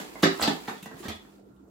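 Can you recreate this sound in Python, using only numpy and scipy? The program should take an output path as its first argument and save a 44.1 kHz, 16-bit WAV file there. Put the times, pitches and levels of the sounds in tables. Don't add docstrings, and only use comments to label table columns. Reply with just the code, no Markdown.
import sys
import numpy as np
from scipy import signal
from scipy.fft import rfft, irfft
from scipy.io import wavfile

SR = 44100
rng = np.random.default_rng(int(sys.argv[2]) if len(sys.argv) > 2 else 0)


def natural_amplitude(level_db):
    exponent = np.asarray(level_db, float) / 20
    return 10 ** exponent


def transcribe(signal):
    frames = np.atleast_2d(signal).T
    limited = np.clip(frames, -1, 1)
    pcm = np.round(limited * 32767).astype(np.int16)
    wavfile.write(sys.argv[1], SR, pcm)


N = 74970
PLACES = 4
LEAD_S = .05


def rms_one(x):
    return x / np.sqrt(np.mean(x ** 2) + 1e-20)


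def at_hz(points, hz):
    table_hz, value = np.transpose(points)
    return np.interp(np.log(hz), np.log(table_hz), value)


def drift(rate_hz):
    r = np.exp(-80 * np.pi * rate_hz / SR)
    slow = signal.lfilter([1], [1, -2 * r, r * r], rng.standard_normal(N // 40 + 2002))[2000:]
    return np.interp(np.arange(N) / 40, np.arange(len(slow)), rms_one(slow))


def ring(x, hz, t60_s):
    r = 10 ** (-3 / (t60_s * SR))
    w = 2 * np.pi * hz / SR
    return signal.lfilter([0, np.sin(w)], [1, -2 * r * np.cos(w), r * r], x + 1e-18)


def band(x, low_hz, high_hz):
    sos = signal.butter(2, [low_hz, min(high_hz, .45 * SR)], "band", fs=SR, output="sos")
    return signal.sosfilt(sos, x + 1e-18)


def bands(white, gain):
    # hz, likeness (1 = same in both channels)
    likeness = [(60, 0.89), (180, .93), (300, 0.29), (600, 0.13), (1500, -0.35), (4000, -0.052),
                (12000, -0.16)]
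    out = 0
    edges_hz = 22 * 2 ** np.arange(0, 10, .5)
    for k, (low_hz, high_hz) in enumerate(zip(edges_hz, edges_hz[1:])):
        mid, side = band(white[k % 2], low_hz, high_hz)
        hz = np.sqrt(low_hz * high_hz)
        alike = np.clip(at_hz(likeness, hz), -1, 1)
        stereo = np.sqrt(1 + alike) * mid + np.sqrt(1 - alike) * side * [[1], [-1]]
        out = out + gain(hz) * stereo
    return out


def hum():
    # hz, level_db_per_hz
    rumble_colour = [(15, -55), (25, -32.5), (198, -19), (260, -5), (378, -10.5), (970, -26), (1340, -25),
                     (1620, -47.5), (15500, -45)]
    # hz, rms_db, width_hz, wobble_db
    motor_tones = [(56.5, -70, 8.0, 4), (197.8, -61.5, 3.0, -1), (326, -69.5, 6.9, 3.5),
                   (1394, -80.5, 18, 2), (121, -76.5, 10.0, 5.5), (159, -73.5, 5.6, 2.5)]
    white = rng.standard_normal((2, 2, N))
    rumble = rms_one(bands(white, lambda hz: natural_amplitude(at_hz(rumble_colour, hz) + 3.0 * drift(13))))
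    t = np.arange(N) / SR
    tones = 0
    for hz, rms_db, width_hz, wobble_db in motor_tones:
        level = natural_amplitude(rms_db + 5.5 + wobble_db * drift(12.0))
        cycles = hz * t + np.cumsum(width_hz * drift(10)) / SR
        tones = tones + level * np.sin(2 * np.pi * cycles)
    return natural_amplitude(-56.5) * rumble + tones


def rubbing():
    # start_s, level_db
    rub_level = [(0, -45.5), (.12, -51.5), (0.199, -50), (.45, -42.5), (.53, -46.5), (.6, -50.5),
                 (.7, -48.5), (.81, -55.5), (.93, -57.5), (1.0, -52.5), (1.06, -50.5), (1.12, -53.5),
                 (1.219, -62.5), (1.35, -64.5), (1.441, -75.5), (1.7, -81)]
    # hz, level_db_per_hz
    rub_colour = [(180, -22.5), (300, 2.5), (663, -13), (731, -4.5), (1440, -13), (1590, -14),
                  (1780, -10.5), (3130, -15), (15500, -23)]
    rub_db, grains_per_s, patchy_db = 4.5, 3400, .6
    grains = (rng.random((2, 2, N)) < grains_per_s / SR) * rng.standard_normal((2, 2, N))
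    together = drift(14)
    noise = rms_one(bands(
        grains, lambda hz: natural_amplitude(at_hz(rub_colour, hz) + patchy_db * (together + drift(36)))))
    s, db = np.transpose(rub_level)
    return natural_amplitude(rub_db + np.interp(np.arange(N) / SR, s, db)) * noise


def room(places):
    # hz, t60_s
    decay = [(60, 0.15), (150, 0.27), (250, 0.23), (1000, 0.33), (4000, 0.32), (8000, 0.24), (15000, 0.051)]
    # hz, level_db
    tail_colour = [(60, -0.5), (200, -8), (320, -8.5), (500, -3.5), (800, -3.5), (1500, 0.5), (4000, 0),
                   (15000, 3.5)]
    room_db, build_s = 3.5, 0.00064
    t = np.arange(SR // 2) / SR
    heard = 0
    for x in places:
        white = rng.standard_normal((2, 2, len(t)))
        tail = bands(white, lambda hz: natural_amplitude(at_hz(tail_colour, hz)) * 10 ** (-3 * t / at_hz(decay, hz)))
        tail = tail * (1 - np.exp(-t / build_s))
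        tail = natural_amplitude(room_db) * tail / np.sqrt(np.sum(tail ** 2) / 2)
        heard = heard + x + signal.fftconvolve(x[None], tail, axes=1)[:, :len(x)]
    return heard[:, int(LEAD_S * SR):][:, :N]


def chatter(length_s):
    swell_share, touches_per_s, spread_db = 0.34, 2700, 2.5
    chance, strength, sign = rng.random((3, SR // 4))
    peak = int(swell_share * length_s * SR)
    chance[peak], strength[peak], sign[peak] = 0, .2, 1
    t = np.arange(len(chance)) / SR / max(length_s, .001)
    touches = (chance < touches_per_s / SR) * natural_amplitude(-spread_db * np.log(strength + 0.0018))
    return touches * np.sign(sign - .5) * (1 - np.exp(-t / swell_share)) * np.exp(-t)


def body(x, modes):
    mode_spread_db, pitch_spread = 2.5, .04
    out = 0
    for hz, db, t60_s in modes:
        strength = natural_amplitude(db + mode_spread_db * rng.standard_normal())
        out = out + strength * ring(x, hz * (1 + pitch_spread * rng.standard_normal()), t60_s)
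    return out


def add(out, s, db, hit):
    i = int((s + LEAD_S) * SR)
    out[i:i + len(hit)] += natural_amplitude(db) * hit * np.sqrt(0.029 * SR / (np.sum(hit ** 2) + 1e-12))


def loose_parts(places):
    # start_s, pitch_hz, level_db, t60_s, chatter_s
    rings = [(.235, 63, -48, 0.069, 0.0027), (.41, 73, -43.5, 0.14, 0.0021),
             (.423, 4380, -33.5, 0.0069, 0.0046), (.236, 165, -26.5, 0.13, 0.0033),
             (.476, 165, -35.5, 0.274, .003), (.475, 282, -24, 0.042, 0.0022),
             (0.682, 300, -38, 0.04, 0.0014), (.682, 752, -39, 0.021, 0.00098),
             (0.94, 170, -49.5, 0.093, .003), (1.052, 231, -40.5, 0.051, 0.0018),
             (.48, 435, -33, 0.24, .003), (1.075, 81.4, -42, 0.18, 0.0025),
             (1.105, 3420, -51, 0.062, 0.015), (0.22, 850, -54, 0.047, 0.0027),
             (.69, 1190, -44.5, 0.022, 0.00128), (0.56, 340, -53, .04, 0.0011),
             (.677, 1780, -44.5, 0.012, 0.0028), (.827, 2630, -56.5, 0.023, 0.0027),
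             (1, 340, -44, 0.055, 0.0016), (1.035, 1700, -62.5, 0.037, 0.014),
             (.234, 1700, -31.5, 0.012, 0.0067), (.25, 1300, -37.5, 0.022, 0.0049),
             (.254, 2000, -37.5, .015, 0.0051), (.236, 5600, -45, .006, 0.011),
             (.234, 4600, -37.5, 0.0045, .008), (.407, 7700, -42.5, 0.0046, 0.0063),
             (.397, 900, -41.5, 0.011, 0.0014), (.423, 14800, -43.5, 0.0019, 0.0057),
             (.313, 290, -38, 0.028, 0.0014), (0.87, 240, -52, 0.044, 0.0023),
             (2.2, 370, -53, 0.028, 0.0018), (.777, 3330, -65, .008, 0.0038),
             (1.563, 3470, -86, 0.0043, 0.0018), (1.1, 5300, -73.5, 0.0044, .006),
             (.235, 520, -29, 0.055, 0.0027), (.235, 285, -25, 0.071, 0.0042), (.476, 720, -33, .04, .003),
             (.425, 4800, -37, 0.0031, 0.012), (.709, 330, -45.5, .04, 0.0028), (0.82, 180, -48, .06, .003)]
    twin_ratio, twin_share = 1.02, 0.42
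    for k, (s, hz, db, t60_s, length_s) in enumerate(rings):
        touches = chatter(length_s)
        pair = ring(touches, hz, t60_s) + twin_share * ring(touches, hz * twin_ratio, t60_s)
        add(places[k % PLACES], s, db, band(pair, hz / 2, hz * 2))


def metal_ticks(places):
    # start_s, level_db, bright_hz, chatter_s
    ticks = [(-.02, -44, 7600, 0.016), (0.223, -34, 7120, 0.015), (0.408, -48, 7700, 0.0092),
             (.421, -37, 12400, 0.0081), (0.473, -43.5, 7640, 0.013), (.582, -62.5, 8200, .004),
             (0.672, -48.5, 7500, 0.02), (0.78, -62, 7100, 0.004), (0.826, -48, 4000, 0.0055),
             (0.856, -53, 13100, 0.0029), (0.981, -51, 11300, 0.024), (1.037, -54, 7650, 0.0096),
             (1.082, -46, 14500, 0.007), (1.148, -62.5, 12000, 0.0073)]
    tick_db, ring_share, ring_t60_s = -5.5, .12, .0025
    for k, (s, db, hz, length_s) in enumerate(ticks):
        touches = chatter(length_s)
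        tick = touches + ring_share * ring(touches, hz, ring_t60_s)
        add(places[k % PLACES], s, db + tick_db, band(tick, 1400, 16000))


def knocks(places):
    # start_s, clank_db, thud_db, clack_db, chatter_s; the first starts just before 0
    contacts = [(-.02, -33, -30.5, -41, 0.0049), (0.154, -39.5, -51, -84, 0.0038),
                (.226, -28.5, -23, -31, 0.011), (0.23, -20, -15, -22.5, 0.0065),
                (0.394, -33, -45, -45, 0.0099), (0.415, -31.5, -45, -36, 0.0024),
                (0.421, -22.5, -29.5, -28, 0.015), (0.451, -31, -43, -58, 0.0096),
                (0.473, -28, -22.5, -29, 0.005), (0.677, -39.5, -35, -42.5, 0.0074),
                (0.767, -77, -57, -54.5, 0.0054), (0.857, -40, -38.5, -54.5, 0.006),
                (0.911, -43.5, -44, -80, 0.009), (0.929, -62, -55, -88, 0.0092),
                (0.968, -55, -50.5, -81, 0.0038), (1.026, -41.5, -49, -48, 0.019),
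                (1.052, -41.5, -38.5, -48, 0.009), (1.082, -39.5, -36.5, -38, 0.007),
                (1.097, -39, -46, -50.5, 0.0053), (1.127, -47.5, -62, -78, 0.005),
                (1.25, -56.5, -54.5, -81, 0.0022)]
    # hz, level_db, t60_s
    seat = [(166.3, -5, 0.15), (214.5, -0.5, 0.2), (277.4, -3.5, 0.15), (251.4, 1, 0.064),
            (319, -7.5, 0.086), (419, -6, 0.27), (540, -14, 0.1)]
    # hz, level_db, t60_s
    frame = [(675.7, -2, 0.01437), (815, -1, 0.028), (960, 0.5, 0.027), (1155, 3.5, 0.01), (1255, 2, 0.018),
             (1670, -0.5, 0.0092), (1896, 7.5, 0.014), (1966, -7, .02), (2210, -15.5, 0.01)]
    # hz, level_db, t60_s
    thin = [(2470, -6.5, 0.013), (3240, -5, 0.0099), (3730, 0, 0.012), (4076, -1, 0.0024), (4140, -3, .02),
            (4670, -5.5, 0.018)]
    thud_trim_db, clank_trim_db, clack_trim_db = -5.0, -8, -6.0
    crack_db, snap_db = 32, 34
    for k, (s, clank_db, thud_db, clack_db, length_s) in enumerate(contacts):
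        touches = chatter(length_s)
        here = places[k % PLACES]
        thud = band(body(touches, seat), 183, 460)
        clank = band(body(touches, frame) + natural_amplitude(crack_db) * touches, 547, 1700)
        clack = band(body(touches, thin) + natural_amplitude(snap_db) * touches, 2200, 5080)
        add(here, s, thud_db + thud_trim_db, thud)
        add(here, s, clank_db + clank_trim_db, clank)
        add(here, s, clack_db + clack_trim_db, band(clack, 1100, 12000))


def scene():
    places = np.zeros((PLACES, N + SR))
    knocks(places)
    metal_ticks(places)
    loose_parts(places)
    return room(places) + rubbing() + hum()


def roll_off(x):
    return signal.sosfilt(signal.butter(12, 15880, fs=SR, output="sos"), x)


def record(dry):
    # hz, level_db
    mic_response = [(120, -1), (400, -0.5), (3000, -1.5), (4800, -0.5), (5300, -3), (7800, 1), (8500, -3.5),
                    (15500, 0.5)]
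    # hz, left_minus_right_db
    pan = [(60, -4), (180, -0.5), (550, -4.5), (1650, -2.0), (4970, -1), (15000, -1)]
    hz = np.maximum(np.fft.rfftfreq(N, 1 / SR), 1)
    response_db = at_hz(mic_response, hz) + at_hz(pan, hz) / 2 * np.array([[1], [-1]])
    tilted = irfft(rfft(dry) * natural_amplitude(response_db) * (hz < 15880), N)
    mix = signal.sosfilt(signal.butter(2, 40, "high", fs=SR, output="sos"), tilted)
    return roll_off(mix)


dry = scene()
out = record(dry)
transcribe(out)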